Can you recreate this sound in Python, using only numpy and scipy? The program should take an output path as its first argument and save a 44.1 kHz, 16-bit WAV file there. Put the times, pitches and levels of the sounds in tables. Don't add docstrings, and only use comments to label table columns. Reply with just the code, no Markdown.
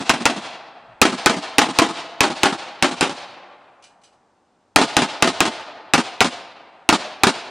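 import sys
import numpy as np
from scipy import signal
from scipy.fft import rfft, irfft, next_fast_len
from scipy.io import wavfile

SR = 44100
rng = np.random.default_rng(int(sys.argv[2]) if len(sys.argv) > 2 else 0)


def to_wav(s):
    ch = np.atleast_2d(s).T
    pcm = np.round(np.clip(ch, -1, 1) * 32767)
    wavfile.write(sys.argv[1], SR, pcm.astype(np.int16))


N = 330750
SOUND_M_PER_S = 343


def amp(db):
    return 10 ** (np.asarray(db) / 20)


def unit(x):
    return x / np.sqrt(np.mean(x ** 2) + 1e-20)


def along(points, hz):
    freqs, values = np.transpose(points)
    return np.interp(np.log(hz + 1), np.log(freqs + 1), values)


def at(curve, s):
    when, *columns = np.transpose(curve)
    return [np.interp(s, when, column) for column in columns]


def add(track, s, sound):
    start = round(s * SR)
    sound = sound[..., max(-start, 0):]
    part = track[:, max(start, 0):][:, :sound.shape[-1]]
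    part += sound[..., :part.shape[-1]]


def filtered(x, response):
    n = x.shape[-1]
    size = next_fast_len(n + 4096)
    return irfft(rfft(x, size) * response(np.fft.rfftfreq(size, 1 / SR)), size)[..., :n]


def stereo(pair, spectrum):
    # frequency in Hz, side minus mid level in dB.
    width = [(50, -7.5), (300, -35), (1000, -25.5), (3000, -15), (8000, -11)]
    mid = filtered(pair[0], lambda hz: amp(along(spectrum, hz)))
    side = filtered(pair[1], lambda hz: amp(along(spectrum, hz) + along(width, hz)))
    return unit(np.array([mid + side, mid - side]))


def envelope(t, attack_s, front_t60, body_db, hold_s, release_t60):
    front = amp(-60 * t / front_t60)
    body = amp(body_db - 60 * np.maximum(t - hold_s, 0) / release_t60)
    return (1 - np.exp(-(t / attack_s) ** 2)) * (front + body)


def wind(trees_db=-63, puffs_db=-73, gust_s=0.91, gust_width_s=.08, gust_db=20.5):
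    # frequency in Hz, relative spectral level of the rush in dB.
    rush_spectrum = [(15, -41), (25, -22.5), (102, -16.5), (133, -3.5), (151, -19), (177, 1), (448, -2.5),
                     (846, -1), (2080, -17), (6850, -24), (8690, -26.5), (11000, -40), (14000, -57)]
    puff_spectrum = [(20, 3), (60, -0.5), (130, 4.5), (400, -34), (2000, -76.5)]
    trees = amp(trees_db) * stereo(rng.standard_normal((2, N)), rush_spectrum)
    puffs = stereo(rng.standard_normal((2, N)), puff_spectrum)
    gust = np.exp(-((np.arange(N) / SR - gust_s) / gust_width_s) ** 2)
    return trees + amp(puffs_db + gust_db * gust) * puffs


def magazine_change(level_db=-10, t60=0.21, echo_db=-14, echo_t60=.4, scrape=.12):
    # start of a clack in seconds, relative level in dB.
    clacks = [(3.824, -42), (3.8393, -38), (4.0157, -54), (4.036, -41.5), (4.0502, -54), (4.126, -56)]
    # frequency of a steel mode in Hz, bandwidth in Hz, gain in dB.
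    modes = [(2410, 36, -7), (2950, 100, -3.5), (4080, 47, -15), (4770, 66, -6), (6070, 43, -9),
             (7890, 36, -3), (8770, 65, -20)]
    contact_spectrum = [(300, -10.0), (2600, 5.0), (4000, 7.5), (9500, 0), (13000, -30.5)]

    def steel(hz):
        return scrape + sum((-1) ** k * amp(db) * 1j * hz * band / (mode ** 2 - hz ** 2 + 1j * hz * band)
                            for k, (mode, band, db) in enumerate(modes))

    out, t = np.zeros((2, N)), np.arange(SR // 2) / SR
    fade = amp(-60 * t / t60) + amp(echo_db - 60 * t / echo_t60)
    for s, db in clacks:
        contact = stereo(rng.standard_normal((2, len(t))), contact_spectrum)
        add(out, s, amp(db + level_db) * fade * unit(filtered(contact, steel)))
    return out


def forest(clumps_db=1.4, clumps_per_s=55):
    # frequency in Hz, relative spectral level of the scattered sound in dB.
    spectrum = [(25, -40), (100, -14.5), (200, -9.5), (330, -5), (480, -5.5), (700, 3), (1000, -2),
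                (1900, -7.5), (2700, -5), (4300, -6.5), (6000, -13.5), (9000, -19), (11000, -34.5),
                (13000, -70.5)]
    # frequency in Hz, time to decay by 60 dB in seconds.
    decay = [(100, 1.9), (300, 2.24), (750, 2.58), (1500, 2.3), (3000, 1.376), (5000, 0.97), (8000, 0.54),
             (11000, 0.67)]
    t = np.arange(2 * SR) / SR
    scatter = stereo(rng.standard_normal((2, len(t))), spectrum)
    hz, age, bands = signal.stft(scatter, SR, nperseg=512)
    absorption = amp(-60 * age / along(decay, hz)[:, None])
    tail = signal.istft(bands * absorption, SR, nperseg=512)[1][:, :len(t)]
    clumps = np.interp(t * clumps_per_s, np.arange(256), rng.uniform(-2, 2, 256))
    swell = envelope(t, attack_s=.036, front_t60=.42, body_db=-4, hold_s=0.99, release_t60=8)
    return tail * swell * amp(clumps_db * clumps)


def earth_echo(spectrum, attack_s, lumpy, path_s=0, loss_db_per_s=48, soft_hz=600, **decay):
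    t = np.arange(SR // 7) / SR
    sizes = np.exp(lumpy * np.clip(rng.standard_normal(len(t)), -2.5, 2.5))
    facets = stereo(sizes * rng.standard_normal((2, len(t))), spectrum)
    loss_db = loss_db_per_s * path_s
    facets = unit(filtered(facets, lambda hz: amp(-loss_db * hz ** 2 / (hz ** 2 + soft_hz ** 2))))
    smear_s = .007 * (path_s / .1) ** 5
    return envelope(t, attack_s + smear_s, **decay) * facets


def bay_echoes(left_m, back_m, aim_deg, ground_db=-6.0, near_db=-6.5, far_db=-13, trees_db=-28.5):
    # frequency in Hz, relative spectral level in dB.
    ground_spectrum = [(25, -21), (90, -11.5), (190, -2.5), (380, 0.5), (530, -7), (800, -2), (1400, -1),
                       (2000, -7), (2600, -6.5), (3400, -10), (6000, -15.5), (9000, -24), (11000, -31.5),
                       (13000, -46)]
    # frequency in Hz, relative spectral level in dB.
    near_spectrum = [(25, -25), (120, -17.5), (240, 4.5), (360, 4), (490, -5), (750, 0.5), (1300, -6.5),
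                     (2000, -9), (3200, -9), (6000, -19), (9000, -23.5), (11000, -36), (13000, -67.5)]
    # frequency in Hz, relative spectral level in dB.
    far_spectrum = [(25, -32), (120, -13), (210, 3.5), (340, 1), (490, -9.5), (750, -3), (1300, -5.5),
                    (2000, -12.5), (3800, -11), (6000, -19), (9000, -23), (11000, -37), (13000, -76.5)]
    near_s, far_s = 2 * left_m / SOUND_M_PER_S, 2 * back_m / SOUND_M_PER_S
    microphone_m = abs(23 - back_m)
    props_db = 8 * np.exp(-((aim_deg - 70) / 23) ** 2)
    ground = amp(ground_db + props_db - 3 * np.log2(microphone_m / 10))
    near = amp(near_db - 6.5 * (1 + np.sin(np.radians(aim_deg))))
    far = amp(far_db - 5.5 * np.log2(back_m / 10))
    echoes = np.zeros((2, 2 * SR))
    add(echoes, .0042, ground * earth_echo(
        ground_spectrum, attack_s=0.0015, lumpy=0.75,
        front_t60=0.059, body_db=-23.5, hold_s=0.046, release_t60=0.14))
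    add(echoes, near_s, near * earth_echo(
        near_spectrum, attack_s=0.0024, lumpy=0.57, path_s=near_s,
        front_t60=.085, body_db=-15, hold_s=0.054, release_t60=.08))
    add(echoes, far_s, far * earth_echo(
        far_spectrum, attack_s=.002, lumpy=0.72, path_s=far_s,
        front_t60=0.044, body_db=-9, hold_s=0.03, release_t60=0.09))
    add(echoes, far_s + .036, amp(trees_db) * forest())
    return echoes


def nearby_scatter(count=8):
    taps = np.zeros(SR // 40)
    delays_s, signs = rng.uniform(.001, .014, count), rng.choice([-1, 1], count)
    taps[(delays_s * SR).astype(int)] = .15 * signs
    taps = filtered(taps, lambda hz: 1j * hz / (450 + 1j * hz))
    taps[0] += 1
    return taps[None] / np.linalg.norm(taps)


def muzzle_blast(push_db=-6, push_s=0.00057, crack_db=-4, crack_t60=0.051):
    # frequency in Hz, relative spectral level of the gas noise in dB.
    gas_spectrum = [(30, -24), (150, -6), (800, 3), (3000, 0.5), (6000, 0), (9000, -3.5), (11000, -15.5),
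                    (14000, -41.5)]
    # frequency in Hz, relative level in dB, 60 dB decay time in seconds, delay in seconds.
    partials = [(310, 0.5, 0.024, 0.0031), (806, -2.5, 0.031, 0), (944, -12.5, 0.004, 0.01),
                (1280, -1, 0.029, 0.0042), (2560, 3, .014, 0.00075), (3880, -1.5, 0.0078, 0.00018),
                (6500, -5, 0.0023, 0.013)]
    spread_db, detune, port_phase_rad = .9, .02, .24
    t = np.arange(SR // 20) / SR
    push = amp(push_db) * (1 - t / push_s) * np.exp(-t / push_s)
    crack = amp(crack_db - 60 * t / crack_t60) * stereo(rng.standard_normal((2, len(t))), gas_spectrum)
    ring = 0
    for hz, db, t60, delay in partials:
        pitch, strength, left, right = rng.standard_normal(4)
        age = np.maximum(t - delay, 0)
        phase = 2 * np.pi * hz * (1 + detune * pitch) * age + port_phase_rad * np.array([[left], [right]])
        ring = ring + (age > 0) * amp(db + spread_db * strength - 60 * age / t60) * np.sin(phase)
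    burst = envelope(t, attack_s=.00004, front_t60=.02, body_db=-9, hold_s=0.0025, release_t60=0.051)
    return burst * (ring + crack - push)


def pistol(blast_db=-3.5, blast_growth=1.7, sideways_db=2, pair_s=.3):
    # start of a shot in seconds, relative strength in dB.
    shots = [(-.105, 0.5), (0.0944, -0.5), (0.255, -1), (1.0158, 3), (1.26, .5), (1.5831, 1.5),
             (1.7874, .5), (2.2063, 0), (2.4327, -1), (2.8248, -2), (3.0096, -3), (4.7602, 3.5), (4.967, 1),
             (5.2238, 1.5), (5.4048, -0.5), (5.936, -0.5), (6.2056, -2), (6.89, 1.5), (7.2347, 1.5)]
    # time in seconds, shooter's distance to the left berm and to the back berm in metres.
    walk = [(.25, 6.8, 17.5), (1.5, 5.35, 16.8), (3.0, 2.5, 13.9), (4.76, 3.8, 9.0), (6.2, 1.3, 6.5),
            (7.25, 1.07, 5.53)]
    # time in seconds, muzzle direction in degrees right of downrange.
    aim = [(.25, 21), (1.0, -20.5), (3.0, -65), (4.76, -14), (5.4, 2), (6.1, 74), (6.9, 30.5)]
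    out, last_s = np.zeros((2, N)), -np.inf
    for s, db in shots:
        if s - last_s > pair_s:
            comb = nearby_scatter()
        last_s = s
        left_m, back_m = at(walk, s)
        aim_deg, = at(aim, s)
        echoes = bay_echoes(left_m, back_m, aim_deg)
        add(out, s, amp(db) * signal.fftconvolve(echoes, comb, axes=1))
        side_on_db = sideways_db * np.sin(np.radians(aim_deg)) ** 2
        add(out, s, amp(blast_db + blast_growth * db + side_on_db) * muzzle_blast())
    return out


def scene():
    return pistol() + magazine_change() + wind()


def record(dry, left_cut_hz=105, right_cut_hz=55, microphone_hz=11800, ceiling=.81, top_hz=15900):
    # frequency in Hz, left minus right level in dB.
    ports = [(40, 4.5), (120, 0.4), (300, 0.46), (1500, 0.75), (2500, 1), (4500, -1.4), (9000, -2)]
    x = filtered(dry, lambda hz: amp(np.outer([.5, -.5], along(ports, hz))))
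    x = filtered(x, lambda hz: 1 / np.sqrt(1 + (hz / microphone_hz) ** 40))
    x = x / (1 + np.abs(x / ceiling) ** 16) ** (1 / 16)
    x = filtered(x, lambda hz: 1j * hz / (np.array([[left_cut_hz], [right_cut_hz]]) + 1j * hz))
    return filtered(x, lambda hz: 1 / np.sqrt(1 + (hz / top_hz) ** 120))


dry = scene()
out = record(dry)
to_wav(out)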